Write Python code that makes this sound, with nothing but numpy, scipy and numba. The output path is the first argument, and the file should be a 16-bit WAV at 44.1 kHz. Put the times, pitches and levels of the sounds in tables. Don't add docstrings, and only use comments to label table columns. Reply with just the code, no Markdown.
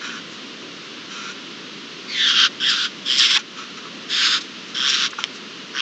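import sys
import numpy as np
from scipy import signal
from scipy.fft import rfft, irfft, next_fast_len
from scipy.io import wavfile
from scipy.ndimage import uniform_filter1d, map_coordinates
from numba import njit

SR = 44100
rng = np.random.default_rng(int(sys.argv[2]) if len(sys.argv) > 2 else 0)


def wav_out(sig):
    wavfile.write(sys.argv[1], SR, np.round(np.clip(np.atleast_2d(sig).T, -1, 1) * 32767).astype(np.int16))


N = 256220

# [start t/s, length t/s, pulse rate f/Hz, regularity 0-1, rise of main resonance t/s, break at t/s,
#  break scale t/s, strain after the break 0-1, widest gape at t/s, gape half-length t/s, low lift f/Hz]
SCREECH_CALLS = [ (2.08, .41, 150, 0, 0.097, 2.29, 0.039, 0.36, 2.072, 0.15, 810),
                 (2.595, .295, 132, 0.2, 0.0044, 2.70, 0.029, 0.68, 2.665, 0.042, 225),
                 (3.048, 0.33, 131.3, 0.4, .004, 3.19, 0.025, 0.52, 3.16, .1, 520),
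                 (4.083, 0.32, 134, 0.1, 0.013, 3.98, 0.032, 0.64, 4.14, 0.099, 250),
                 (4.743, .342, 133.9, .6, .004, 4.9, 0.063, 0.7, 4.9, 0.044, 120),
                 (5.736, 0.074, 136, 0.87, 0.046, 6, .03, .5, 5.78, .1, 8.2), ]
# [main f/Hz, broken main f/Hz, third f/Hz, broken third f/Hz, fourth f/Hz, low width f/Hz,
#  third width before strain f/Hz, low level/dB, octave level/dB, third level/dB, fourth level/dB,
#  rush level/dB, lowest of the rush f/Hz]
SCREECH_THROATS = [ (3490, 3230, 4450, 4800, 5400, 340, 1260, -9, -9, -13.5, -16.5, 3.5, 3000),
                   (3245, 3360, 5300, 4700, 6800, 280, 850, -7.5, -7, -9, -18, -0.5, 3030),
                   (3260, 3330, 5190, 5340, 7050, 810, 830, -12.5, -9.5, -6.5, -14.5, 1, 850),
                   (3500, 3600, 5130, 5130, 6200, 540, 650, -7, -4.5, -5, -10.5, -1.5, 2100),
                   (3320, 3430, 5460, 5550, 6400, 570, 900, -7.5, -14, -7.5, -15.5, 2.5, 2350),
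                   (3140, 2600, 5450, 8900, 6900, 640, 1100, -3, -12, -9, -25.5, 4, 1900), ]
# [t/s, level/dB]
SCREECH_EFFORT = [
    [(2.08, -42.0), (2.088, -34), (2.206, -17.5), (2.315, -15.5), (2.332, -20.5), (2.389, -13.5),
     (2.458, -13.0), (2.47, -19), (2.49, -41.5)],
    [(2.595, -40), (2.607, -25), (2.648, -19), (2.706, -15.5), (2.755, -21.5), (2.857, -20), (2.882, -35),
     (2.89, -41)],
    [(3.048, -44), (3.06, -26.5), (3.113, -17.5), (3.166, -20), (3.195, -12.0), (3.264, -14.5),
     (3.285, -21), (3.313, -13.5), (3.325, -17.5), (3.374, -13.5), (3.415, -34)],
    [(4.085, -41), (4.101, -27.0), (4.126, -22), (4.265, -15), (4.298, -19), (4.347, -16.5), (4.38, -22.5),
     (4.4, -36.5)],
    [(4.743, -32), (4.755, -25), (4.906, -16.5), (4.918, -20.5), (4.947, -16), (4.963, -21.0), (5.056, -18),
     (5.069, -22.5), (5.085, -35.0)],
    [(5.735, -35), (5.761, -27.0), (5.805, -19.5)],
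]
# [f/Hz, relative level/dB]
BILL_RUSH = [(700, -40.5), (1100, -5.5), (1600, -4), (2100, 0.5), (2800, 2.5), (4000, 4), (4400, 1),
             (4800, -0.5), (5800, -6.5), (6500, -11), (7300, -26), (8000, -41), (9000, -50)]
CLEAR_STRAIN = 0.13
PULSING_LOST = 0.55
FLARE_DB, FLARE_S = 7.5, 0.013
LOW_REST_HZ, LOW_SINK_HZ = 1496, 30
LOW_GROWS_DB_PER_S = 5.5
OCTAVE_WIDTH_HZ = 360


def screeches():
    out = np.zeros(N)
    for call, voice, effort in zip(SCREECH_CALLS, SCREECH_THROATS, SCREECH_EFFORT):
        (start, length, pulse_hz, regular, speak_s, break_at, break_s,
         full_strain, gape_at, gape_s, lift_hz) = call
        (main_from, main_to, third_from, third_to, fourth_hz, low_width_hz, third_width_hz,
         low_db, octave_db, third_db, fourth_db, rush_db, rush_hz) = voice
        t, gate = call_times(start, length)

        broken = (1 + np.tanh((t - break_at) / break_s)) / 2
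        strain = np.clip(CLEAR_STRAIN + (full_strain - CLEAR_STRAIN) * broken, 0, 1)
        gape = bell(t, gape_at, gape_s)
        flare = amp(FLARE_DB * bell(t, break_at, FLARE_S))
        low_hz = LOW_REST_HZ + lift_hz * gape - LOW_SINK_HZ * broken
        main_hz = main_from + (main_to - main_from) * broken
        third_hz = third_from + (third_to - third_from) * broken
        main_width_hz = 350 + 600 * strain
        strained_third_width_hz = third_width_hz * (0.8 + 0.44 * strain)

        puffs = syrinx(len(t), pulse_hz, regular * (1 - PULSING_LOST * broken))
        air, spray = puffs * rng.standard_normal((2, len(t)))

        low_gain = amp(low_db + LOW_GROWS_DB_PER_S * (t - start))
        main_gain = (1 - bell(t, start, speak_s)) * np.sqrt(1 - strain ** 2)
        fourth_gain = amp(fourth_db) * flare * (0.84 + 0.43 * strain)
        layers = [
            (low_gain, throat(air, low_hz, low_width_hz, core_db=-11.5)),
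            (amp(octave_db) * gape, throat(air, 2 * low_hz, OCTAVE_WIDTH_HZ, core_db=-6)),
            (main_gain, throat(air, main_hz, main_width_hz, core_db=-11.5)),
            (amp(third_db) * flare, throat(air, third_hz, strained_third_width_hz, core_db=-11.5)),
            (fourth_gain, resonance(air, fourth_hz, width_hz=1430)),
            (amp(rush_db) * strain, unit(band(coloured(spray, BILL_RUSH), rush_hz))),
        ]
        total = sum(gain * sound for gain, sound in layers)
        total_gain = np.sqrt(sum(gain ** 2 for gain, _ in layers))
        loudness = amp(curves(effort, t)[0] - 0.06)
        add(out, t[0], gate * loudness * steadied(total / total_gain))
    return band(out, low_hz=1108)


# [start t/s, length t/s, attack t/s, level/dB, fade after the attack dB/s, nasal f/Hz,
#  nasal glide Hz/s, level of all upper resonances/dB]
SOFT_RASPS = [ (0.0, .21, 0.019, -33, 7, 1490, -100, -3.5),
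              (0.033, 0.063, 0.011, -29.5, 70, 1430, -500, -1), (1.084, .25, .04, -34, -3, 1356, 250, 2),
              (3.385, 0.037, 0.0054, -29.5, 152, 1390, 2, 6.5),
              (3.557, 0.11, 0.029, -31.5, 120, 1335, -1, -1.5),
              (3.766, 0.034, 0.012, -32.5, 150, 1320, -500, -0.5),
              (3.819, 0.074, 0.039, -38.5, 20, 1250, -700, -9),
              (5.181, 0.071, .008, -29.5, 140, 1355, 0, -1.5), ]
# [f/Hz, width f/Hz, level within the group/dB]
HALF_OPEN_BILL = [(2490, 350, -5.5), (3090, 250, -6), (3960, 550, -6.5), (5830, 930, -6.5),
                  (6670, 560, -15)]
RASP_RELEASE_S = 0.02


def soft_rasps():
    out = np.zeros(N)
    for start, length, attack_s, db, fade, hz, glide, bright_db in SOFT_RASPS:
        t = np.arange(0, length, 1 / SR)
        ramps = np.clip(np.minimum(t / attack_s, (length - t) / RASP_RELEASE_S), 0, 1)
        envelope = ramps * amp(db - fade * np.maximum(t - attack_s, 0))
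        air = syrinx(len(t), pulse_hz=129.0, regular=0.14) * rng.standard_normal(len(t))
        nasal = throat(air, hz + glide * t, width_hz=340, core_db=-5.5, core_hz=55)
        upper = sum(amp(level) * throat(air, centre, width, core_db=-10)
                    for centre, width, level in HALF_OPEN_BILL)
        add(out, start, envelope * steadied(nasal + amp(bright_db) * upper))
    return band(out, low_hz=940)


def syrinx(size, pulse_hz, regular, jitter=0.054, flutter_db=1.0):
    regular = np.clip(regular, 0, 1)
    phase = 2 * np.pi * np.cumsum(pulse_hz * (1 + jitter * wobble(70, size))) / SR
    puffs = unit(np.exp(regular * np.cos(phase)))
    return puffs * amp(flutter_db * regular * wobble(350, size))


def throat(x, hz, width_hz, core_db, core_hz=110):
    waver = 1 + 0.02 * wobble(50, len(x))
    core = resonance(x, hz * waver, core_hz)
    core = unit(core / (np.abs(signal.hilbert(core)) + 0.3))
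    return unit(resonance(x, hz, width_hz) + amp(core_db) * core)


STEADY_S, STEADINESS = 0.023, 0.35


def steadied(x):
    power = np.abs(uniform_filter1d(x ** 2, max(round(STEADY_S * SR), 1)))
    return unit(x / (np.sqrt(power) + 1e-6) ** np.clip(STEADINESS, 0, 1))


# [t/s, peak level before the bass cut/dB]
TABLE_TAPS = [(5.205, -18), (5.2401, -2), (5.254, -24)]
# [f/Hz, relative level/dB, t60 t/s]
TAP_RINGING = [(1330, -29, 0.0086), (2360, -9.5, 0.015), (3050, 3.5, 0.0039), (3270, -1.5, 0.0045),
               (5280, -2.5, 0.0056), (6900, -41, 0.0022)]


def taps():
    out, t = np.zeros(N), np.arange(SR // 20) / SR
    click = sum(amp(db - 60 * t / t60) * np.sin(2 * np.pi * hz * t) for hz, db, t60 in TAP_RINGING)
    click *= 1 - np.exp(-t / .0001)
    for s, db in TABLE_TAPS:
        add(out, s, amp(db) * click / np.abs(click).max())
    return out


# [centre t/s (0.1 at the earliest, see add), length t/s, level/dB, centre f/Hz, width f/Hz]
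NOISE_BURSTS = [(.055, 0.013, -49, 1260, 400), (.063, 0.025, -35, 3020, 500), (0.332, .06, -49, 6000, 1800),
                (3.368, 0.024, -22.5, 1600, 1700), (3.956, .03, -51, 3480, 3020),
                (4.415, .012, -30, 4200, 3030), (4.438, 0.037, -42, 4000, 2980),
                (4.697, 0.033, -43.5, 4980, 3000), (5.111, 0.0071, -37.5, 6200, 1500),
                (5.134, 0.0049, -28.5, 1430, 594), (5.189, 0.0058, -24, 1170, 397),
                (5.19, 0.014, -41, 6000, 250), (5.36, 0.032, -41, 5000, 2980)]


def noise_bursts():
    out, t = np.zeros(N), np.arange(-SR // 10, SR // 10) / SR
    for s, length, db, hz, width in NOISE_BURSTS:
        swell = amp(db) * np.exp(-2 * (t / length) ** 2)
        add(out, s + t[0], swell * resonance(rng.standard_normal(len(t)), hz, width))
    return out


# [delay t/s, level/dB]
BOARD_REFLECTIONS = [(.0028, -27), (.0045, -20.5), (.0071, -14)]


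def table_echo(x, wet_db=-19, t60=0.035):
    t = np.arange(SR // 8) / SR
    tail = rng.standard_normal(len(t)) * amp(-60 * t / t60) * (1 - np.exp(-t / 0.0007))
    response = amp(wet_db) * tail / np.linalg.norm(tail)
    for delay, db in BOARD_REFLECTIONS:
        add(response, delay, amp([db]))
    return x + signal.fftconvolve(x, response)[:N]


# [f/Hz, relative level per Hz/dB]
OUTDOOR_HISS = [(440, -36), (750, -21.5), (858, -14.5), (991, -6.5), (1100, -6), (1170, -5), (1390, -3),
                (1510, -5.5), (2360, -6), (2840, -1), (3870, -4), (6290, -14), (7190, -22), (8140, -28.5),
                (8840, -21.5), (11500, -96), (19400, -120)]
# [f/Hz, relative level per Hz/dB]
FAR_RUMBLE = [(25, -54.5), (50, -48.5), (80, -27.5), (120, -16.5), (160, -7), (210, -1.5), (330, -3),
              (450, -7), (600, -14), (800, -20.5), (1200, -49.5), (2500, -80.5)]
RUMBLE_SWAY_DB = 0.9
DIP_S, DIP_LENGTH_S, DIP_DB = 3.45, .11, -2.5


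def outdoors():
    hiss = amp(-37.0 + 0.2 * wobble(7.9, N)) * coloured(rng.standard_normal(N), OUTDOOR_HISS)
    rumble_level = amp(-41.5 + RUMBLE_SWAY_DB * wobble(5.92, N))
    rumble = rumble_level * coloured(rng.standard_normal(N), FAR_RUMBLE)
    dip = amp(DIP_DB * bell(np.arange(N) / SR, DIP_S, DIP_LENGTH_S))
    return dip * (hiss + rumble)


def amp(db):
    return 10 ** (np.asarray(db) / 20)


def unit(x):
    return x / np.sqrt(np.mean(x ** 2) + 1e-20)


def curves(rows, t):
    s, *cols = np.transpose(rows)
    return [np.interp(t, s, c) for c in cols]


def bell(t, centre, length):
    return np.exp(-((t - centre) / length) ** 2)


def wobble(rate, size):
    return map_coordinates(rng.standard_normal(4096), [np.arange(size) * rate / SR], mode="wrap")


def coloured(x, points):
    m = next_fast_len(len(x) + 8192)
    hz, db = np.transpose(points)
    gain = amp(np.interp(np.log(np.fft.rfftfreq(m, 1 / SR) + 1), np.log(hz), db))
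    return unit(irfft(rfft(x, m) * gain, m)[:len(x)])


def resonance(x, hz, width_hz):
    damping = 2 * np.pi * np.abs(width_hz) / SR + np.zeros(len(x))
    drive = x * damping ** 2.5
    return unit(ring(drive, np.exp(2j * np.pi * hz / SR - damping)))


@njit
def ring(x, pole):
    y, a, b, c = np.zeros(len(x)), 0j, 0j, 0j
    for i in range(len(x)):
        a = pole[i] * a + x[i]
        b = pole[i] * b + a
        c = pole[i] * c + b
        y[i] = c.real
    return y


def band(x, low_hz, high_hz=7700):
    x = signal.sosfilt(signal.butter(8, low_hz, "highpass", fs=SR, output="sos"), x)
    return signal.sosfilt(signal.butter(5, high_hz, fs=SR, output="sos"), x)


def add(track, s, sound):
    part = track[max(round(s * SR), 0):][:len(sound)]
    part += sound[:len(part)]


def call_times(start, length):
    t = np.arange(start, start + length, 1 / SR)
    return t, np.clip(np.minimum(t - t[0], t[-1] - t) / 0.0035, 0, 1)


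def scene():
    calls = screeches() + soft_rasps()
    bass_cut = signal.butter(2, 700, "highpass", fs=SR, output="sos")
    short_sounds = signal.sosfilt(bass_cut, taps()) + band(noise_bursts(), low_hz=850)
    return (table_echo(calls + short_sounds) + outdoors())[None]


TOP_HZ = 8990


def record(dry, knee_hz=7600):
    x = dry / (1 + np.abs(dry) ** 8) ** (1 / 8)
    m = next_fast_len(N + SR // 4)
    hz = np.fft.rfftfreq(m, 1 / SR)
    response = (hz < TOP_HZ) / np.sqrt(1 + (hz / knee_hz) ** 30)
    return irfft(rfft(x, m) * response, m)[..., :N]


dry = scene()
out = record(dry)
wav_out(out)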